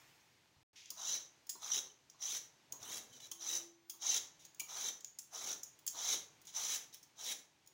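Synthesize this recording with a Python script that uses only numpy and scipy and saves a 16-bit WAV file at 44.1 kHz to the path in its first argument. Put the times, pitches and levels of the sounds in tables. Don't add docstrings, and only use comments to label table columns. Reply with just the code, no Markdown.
import sys
import numpy as np
from scipy import signal
from scipy.fft import rfft, irfft, next_fast_len
from scipy.io import wavfile
from scipy.ndimage import uniform_filter1d, map_coordinates

SR = 44100
rng = np.random.default_rng(int(sys.argv[2]) if len(sys.argv) > 2 else 0)


def wav_out(sig):
    wavfile.write(sys.argv[1], SR, np.round(np.clip(np.atleast_2d(sig).T, -1, 1) * 32767).astype(np.int16))


N = 340893
TIME = np.arange(N) / SR

# t/s, time to dig in/s, time at full depth/s, swell while digging in/dB, blade ring/dB,
#   tearing skin/dB, guard rasp/dB, flesh/dB, lower blade resonances/dB, chirping/dB
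STROKES = [ (0.96, .12, .08, 14, -37, -50.5, -55.5, -64.5, 0, -6),
           (1.605, 0.15, .03, 11.5, -38.5, -47.5, -54, -63.5, 1.5, -5),
           (2.2, 0.051, 0.12, 6.5, -41.5, -48.5, -60.5, -67.5, -0.5, -4.5),
           (2.8, 0.12, 0.062, 4.5, -47.5, -49.5, -60, -63, 2.5, -8.5),
           (3.393, 0.14, .036, 10, -39, -46, -56.5, -62.5, 0.5, -2.5),
           (4.005, 0.087, 0.081, 10, -33.5, -45, -54, -63.5, 0.5, -17),
           (4.68, 0.12, 0.088, 6.5, -42, -49, -55, -62.5, 2, -5.5),
           (5.322, .165, .045, 3.5, -43, -50.5, -56.5, -61, -2, -19),
           (5.938, 0.17, .035, 14.5, -33, -42.5, -51, -58.5, 0.5, -11.5),
           (6.541, 0.16, 0.058, 1.5, -38.5, -43.5, -54.5, -64.5, 0, -8.5),
           (7.172, 0.1, .05, 13, -40.5, -45.5, -59.5, -62, 1.5, -20)]
# t/s, length/s, level/dB
BRUSHES = [(3.085, .04, -64.5), (3.127, .05, -58), (3.2, 0.064, -53.5), (4.39, 0.071, -61.5),
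           (6.473, 0.02, -51), (6.925, 0.021, -53)]
# t/s, length/s, level/dB
SNAGS = [(1.714, 0.024, -38), (2.92, 0.017, -50), (4.848, 0.033, -45.5), (5.487, 0.033, -42.5)]
# t/s, length/s, level/dB
HAND_SLIDES = [(0.757, 0.15, -57.5)]
# t/s, length/s, level/dB
TURNS = [(2.7, 0.586, -70)]
# t/s, level/dB, top octave/dB, time to fall 60 dB/s
CLICKS = [(0.8585, -35, -28, 0.011), (0.9045, -32.5, -5.5, .028), (1.2567, -48, -28, .015),
          (1.4688, -51, -3, .03), (1.494, -34, -6.5, .075), (2.0993, -44.5, -15, 0.023),
          (2.7228, -34, -7.5, 0.034), (3.315, -33.5, -6.5, 0.041), (3.898, -35.5, -4.5, 0.053),
          (4.4513, -44, -8.5, 0.029), (4.5473, -44, -9, 0.014), (4.5968, -41.5, -4, 0.096),
          (4.5987, -34, -1, 0.018), (4.604, -35, -13, 0.033), (5.0066, -45, -14, 0.033),
          (5.047, -20.5, -13, 0.0067), (5.1876, -34.5, -5.5, 0.041), (5.6328, -36, -10, 0.039),
          (5.7907, -52, -5, 0.029), (5.8661, -32.5, -2, 0.026), (5.877, -28.5, -8, 0.045),
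          (6.4164, -56, -4, 0.044), (6.4527, -55, -5, .072), (6.471, -42.5, -15, .037),
          (6.9387, -45.5, -5, 0.021), (6.9453, -43, -1.5, 0.016), (7.0293, -52.5, -6, 0.054),
          (7.663, -57.5, -5, 0.02), (7.6744, -49, -2.5, 0.021)]
# t/s, level/dB
KNOCKS = [(0.56, -68), (0.912, -52.5), (1.552, -48.5), (1.862, -56.5), (2.145, -61), (2.734, -49.5),
          (3.316, -53.5), (3.937, -57.5), (4.614, -49), (5.325, -63), (5.947, -47)]
# t/s, level/dB
BUMPS = [(0.076, -61), (0.562, -55), (2.699, -63), (2.808, -61), (3.221, -66)]
# t/s, length/s, f/Hz at the middle, level/dB
SQUEAKS = [(1.116, 0.0076, 6000, -33.5), (1.897, 0.013, 3070, -59.5), (3.11, 0.056, 3085, -63),
           (3.138, .053, 5900, -59), (3.218, .056, 3930, -57), (3.486, 0.006, 6070, -34.5),
           (4.063, 0.014, 6370, -32.5), (4.086, 0.025, 6160, -29.5), (6.559, .01, 5940, -37)]
# t/s of the crest, level/dB, rise/(dB/s), fall/(dB/s)
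HUM_SWELLS = [(3.34, -80, 300, 45), (3.66, -62.5, 54, 110), (4.12, -73.5, 37, 75)]

# f/Hz, width/Hz, level/dB
LOADED_BLADE = [(5580, 890, -10.5), (5760, 250, -3), (6220, 420, -2.5), (6670, 300, -9.5),
                (7120, 125, -8.5)]
LOADED_BLADE_LOW = [(3176, 105, -10.5), (3500, 520, -9), (3660, 110, -10.5), (3910, 115, 0)]
FREE_BLADE = [(2300, 1600, -24), (3310, 380, -9), (5120, 620, -3), (6040, 580, 0.5), (6710, 235, 6),
              (7500, 240, -2)]
FRAME = [(2330, 81, 4), (2900, 140, 1)]
KNOCKED_GOURD = [(380, 160, 3.5), (714, 540, -14.5), (1030, 147, 9.5), (4170, 94, 10)]
ROCKING_GOURD = [(109, 18, 0)]

# f/Hz, level/dB (per Hz)
TEARING_SKIN = [(900, -12), (1300, -12.5), (1750, 4.5), (2250, 8.5), (2600, 2), (3300, 10.5), (4800, 5),
                (7000, 13), (8300, 2), (9500, 5), (11400, 4), (13600, -4.5), (14800, 2.5), (15700, 9.5)]
GUARD_RASP = [(300, -29), (480, -22), (600, 2.5), (950, 2), (1250, 2), (1700, -8), (3000, -13.5)]
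FLESH_THUD = [(50, -22), (70, -8), (120, -9), (170, -1.5), (230, -2.5), (340, 5.5), (520, 4.5), (750, 1.5),
              (1500, -18)]
CLICK_TOP = [(5000, -51), (7900, -3), (9200, 1), (10600, 0), (12000, -2.5), (14000, -4), (15200, 11.5),
             (15900, -0.5)]
SLIDING_PALM = [(900, -19), (1600, -10), (2100, 2), (3300, 6.5), (4500, 1), (6300, 6), (8000, -12.5),
                (15000, -20)]
STONE_RUB = [(60, -26), (110, -3), (170, -11), (250, 1), (350, -9), (520, -3), (680, -6.5), (900, -12),
             (2000, -14), (5000, -34)]
ROOM_AIR = [(18, -54), (30, -21), (144, -0.5), (219, -8.5), (324, -4.5), (443, -10.5), (728, -9.5),
            (921, -6), (1110, -12), (2240, -10), (6720, -14.5), (7650, -19.5), (10700, -27), (13600, -27),
            (15500, -30)]
OPENING_HISS = [(150, -16), (450, -8), (900, -1), (1400, -5), (2300, 1), (4000, -9), (6500, -5),
                (9000, -16), (15000, -13)]

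# f/Hz, time to fall 60 dB/s
KITCHEN_DECAY = [(200, 0.52), (1000, 0.61), (3000, 0.33), (6500, 0.36), (10000, 0.29), (15000, 0.28)]
# start/s, end/s
DROPOUT = (0.632, 0.731)

TOP_HZ = 15800
HUM_HZ = 339
FRAME_S = 4.597
BITE_S, BITE_DB = 0.02, 12
BREAK_S, RUN_OUT_S = 0.028, 0.055
LIFT_DB_PER_S = 327
BRUSH_ATTACK_S, BRUSH_FADE_DB_PER_S = 0.0038, 400
ROOM_DB = -72.5
OPENING_DB, OPENING_FADE_DB_PER_S = -65.5, 35
PRESSURE_DB, PRESSURE_RATE = 0.18, 45


def amp(db):
    return 10 ** (np.asarray(db) / 20)


def unit(x):
    return x / np.sqrt(np.mean(x ** 2) + 1e-20)


def noise(length=N):
    return rng.standard_normal(length)


def along(points, hz):
    f, v = np.transpose(points)
    return np.interp(np.log(hz + 1), np.log(f + 1), v)


def wobble(rate):
    points = noise(int(N * rate / SR) + 4)
    return map_coordinates(points, [TIME * rate])


def shaped(x, gain):
    m = 2 * next_fast_len(len(x) // 2 + 4096)
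    log_gain = np.log(np.maximum(gain(np.fft.rfftfreq(m, 1 / SR)), 1e-6))
    cepstrum = irfft(log_gain)
    cepstrum[1:m // 2] *= 2
    cepstrum[m // 2 + 1:] = 0
    response = np.exp(rfft(cepstrum))
    return irfft(rfft(x, m) * response)[:len(x)]


def coloured(x, spectrum):
    return unit(shaped(x, lambda hz: amp(along(spectrum, hz))))


def resonated(x, modes):
    def gain(hz):
        return np.sqrt(sum(amp(db) ** 2 / (1 + ((hz - c) / w) ** 2) ** 2 for c, w, db in modes))
    return unit(shaped(x, gain))


def add(track, s, sound):
    start = max(round(s * SR), 0)
    track[start:start + len(sound)] += sound[:N - start]


def glide(x, speed):
    return map_coordinates(x, [np.cumsum(speed)], order=5, mode="wrap")


def patchy(x, depth_db):
    bands = signal.stft(x, nperseg=512)[2]
    field = uniform_filter1d(rng.standard_normal(bands.shape), size=3, axis=0)
    field = uniform_filter1d(field, size=5, axis=1)
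    return unit(signal.istft(bands * amp(depth_db * unit(field)), nperseg=512)[1][:N])


def per_stroke(first, last):
    times = [(s, s + dig_s + hold_s + BREAK_S + RUN_OUT_S) for s, dig_s, hold_s, *_ in STROKES]
    values = np.zeros((len(times), 2)) + np.transpose([first, last])
    return np.interp(TIME, np.ravel(times), values.ravel())


def stroke_level(column, dig, lean_db, break_db, run_out_db):
    gain = np.zeros(N)
    for row in STROKES:
        s, dig_s, hold_s, swell_db = row[:4]
        t, cut_s = TIME - s, dig_s + hold_s
        bite = np.interp(t, [0, BITE_S], [-BITE_DB, 0])
        depth = np.interp(t, [0, dig_s], [-dig * swell_db, 0])
        lean = np.interp(t, [0, cut_s], [-lean_db, 0])
        leaving = np.interp(t - cut_s, [0, BREAK_S, BREAK_S + RUN_OUT_S],
                            [0, -break_db, -break_db - run_out_db])
        lifted = LIFT_DB_PER_S * np.maximum(t - cut_s - BREAK_S - RUN_OUT_S, 0)
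        fade_in = np.clip(1 + t / BITE_S, 0, 1)
        gain += fade_in * amp(row[column] + bite + depth + lean + leaving - lifted)
    return gain


def touch_level(touches, sag_db):
    gain = np.zeros(N)
    for s, length, db in touches:
        t = TIME - s
        fade = sag_db * np.clip(t / length, 0, 1) + BRUSH_FADE_DB_PER_S * np.maximum(t - length, 0)
        gain += np.clip(t / BRUSH_ATTACK_S, 0, 1) * amp(db - fade)
    return gain


def background():
    air = amp(ROOM_DB + 1.8 * wobble(2.3)) * coloured(noise(), ROOM_AIR)
    hiss_level = amp(OPENING_DB - OPENING_FADE_DB_PER_S * TIME)
    hiss = hiss_level * coloured(patchy(noise(), depth_db=3.0), OPENING_HISS)
    swell = sum(amp(db - np.maximum(rise * (s - TIME), fall * (TIME - s)))
                for s, db, rise, fall in HUM_SWELLS)
    hum_phase = 2 * np.pi * np.cumsum(HUM_HZ + 1.1 * wobble(8)) / SR
    return air + hiss + swell * unit(np.sin(hum_phase))


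def kitchen(x):
    hz, t, bands = signal.stft(noise(SR // 2), SR, nperseg=256)
    fading = bands * amp(-60 * t / along(KITCHEN_DECAY, hz)[:, None])
    tail = signal.istft(fading, SR, nperseg=256)[1]
    tail = np.pad(tail, (int(.004 * SR), 0))
    return signal.fftconvolve(x, tail / np.linalg.norm(tail))[:N]


def turning_gourd():
    return touch_level(TURNS, sag_db=1.5) * coloured(patchy(noise(), depth_db=4), STONE_RUB)


def sliding_hand():
    return touch_level(HAND_SLIDES, sag_db=8.5) * coloured(noise(), SLIDING_PALM)


def knocks():
    out, t = np.zeros(N), np.arange(SR // 4) / SR
    for s, db in KNOCKS:
        add(out, s, amp(db - 6.0 - 60 * t / 0.094) * resonated(noise(len(t)), KNOCKED_GOURD))
    for s, db in BUMPS:
        soft_start = 1 - np.exp(-t / 0.0047)
        add(out, s, amp(db - 60 * t / 0.086) * soft_start * resonated(noise(len(t)), ROCKING_GOURD))
    return out


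def clicks():
    out, t = np.zeros(N), np.arange(SR // 5) / SR
    for s, db, top_db, t60 in CLICKS:
        contacts = noise(len(t)) * amp(3.7 * noise(len(t)))
        fade = amp(-60 * t / t60) * (1 - np.exp(-t / 0.00095))
        balance = [(hz, width, mode_db + rng.normal(0, 3.2)) for hz, width, mode_db in FREE_BLADE]
        steel = amp(-4) * resonated(contacts, balance)
        top = amp(top_db) * coloured(contacts, CLICK_TOP)
        add(out, s - .001, amp(db + 1.0) * fade * (steel + top))
    add(out, FRAME_S, amp(-42 - 60 * t / .06) * resonated(noise(len(t)), FRAME))
    return out


def squeaks(sag=0.047):
    out = np.zeros(N)
    for s, length, hz, db in SQUEAKS:
        u = np.linspace(0, 1, int(length * SR))
        phase = 2 * np.pi * np.cumsum(hz * (1 - sag * (u - .5))) / SR
        add(out, s, amp(db) * np.sin(np.pi * u) * np.sin(phase))
    return out


def ruptures(rate, spread_db, clump_db, clump_rate):
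    size = amp(spread_db * np.clip(noise(), -2, 2)) * rng.choice([-1, 1], N)
    bursts = rng.random(N) < rate / SR
    return unit(size * bursts * amp(clump_db * wobble(clump_rate)))


def rasping_guard():
    grains = ruptures(rate=2500, spread_db=3, clump_db=2, clump_rate=90)
    rasp = glide(coloured(grains, GUARD_RASP), per_stroke(1.02, 1.37))
    return amp(-5.5) * rasp * stroke_level(column=6, dig=0.43, lean_db=-5.5, break_db=7.5, run_out_db=9)


def thudding_flesh(cells):
    thud = glide(coloured(cells, FLESH_THUD), per_stroke(1.35, .9))
    return amp(1.5) * thud * stroke_level(column=7, dig=1.0, lean_db=4.5, break_db=6.5, run_out_db=7)


def off_counter(x, first_s, last_s, strength):
    delay = per_stroke(first_s, last_s) * (1 + 0.087 * wobble(5))
    echo = map_coordinates(x, [(TIME - delay) * SR], order=5)
    return (x + strength * echo) / np.hypot(1, strength)


def chirps(pitch_hz, wander, burst_db, burst_rate):
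    tone = np.sin(2 * np.pi * np.cumsum(pitch_hz * (1 + wander * wobble(90))) / SR)
    return unit(tone * amp(burst_db * np.minimum(wobble(burst_rate), 1.5)))


def ringing_blade(cells, modes, drift):
    return glide(resonated(cells, modes), 1 + drift * wobble(22))


def cutting_blade(ring, low_ring):
    low_gain, chirp_gain = (amp(per_stroke(db, db)) for db in np.transpose(STROKES)[-2:])
    chirp = chirps(pitch_hz=6100, wander=.025, burst_db=8, burst_rate=330)
    blade = amp(-5.0) * ring + amp(-11.5) * low_gain * low_ring + amp(-1) * chirp_gain * chirp
    blade = blade * stroke_level(column=4, dig=0.94, lean_db=.5, break_db=12.5, run_out_db=8.5)
    snagged = amp(-6.5) * ring + amp(-10.5) * low_ring + amp(-2.5) * chirp
    return blade + touch_level(SNAGS, sag_db=5.5) * snagged


def peeling():
    cells = ruptures(rate=6000, spread_db=3, clump_db=1.9, clump_rate=240)
    uneven = patchy(cells, depth_db=2.2)
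    tear = coloured(uneven, TEARING_SKIN)
    ring = ringing_blade(cells, LOADED_BLADE, drift=.012)
    low_ring = ringing_blade(uneven, LOADED_BLADE_LOW, drift=0.00589)
    brush = amp(-6.0) * ring + amp(-11.0) * low_ring + amp(-6.5) * tear
    brush = touch_level(BRUSHES, sag_db=0.0) * brush
    skin = amp(4.0) * tear * stroke_level(column=5, dig=1.0, lean_db=9, break_db=14, run_out_db=9)
    cut = skin + rasping_guard() + thudding_flesh(cells)
    cut = off_counter(cut, first_s=0.001167, last_s=0.000515, strength=0.11)
    pressure = amp(PRESSURE_DB * wobble(PRESSURE_RATE))
    return pressure * (cutting_blade(ring, low_ring) + cut) + brush


def scene():
    cutting = peeling() + sliding_hand() + turning_gourd() + squeaks()
    taps = clicks() + knocks()
    room = kitchen(amp(-9.0) * cutting + amp(-5.5) * taps)
    mono = cutting + taps + room + background()
    return np.array([mono, mono])


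def record(dry):
    live = (TIME < DROPOUT[0]) | (TIME > DROPOUT[1])
    m = next_fast_len(N + 8192)
    in_band = np.fft.rfftfreq(m, 1 / SR) < TOP_HZ
    return irfft(rfft(dry * live, m) * in_band, m)[:, :N]


dry = scene()
out = record(dry)
wav_out(out)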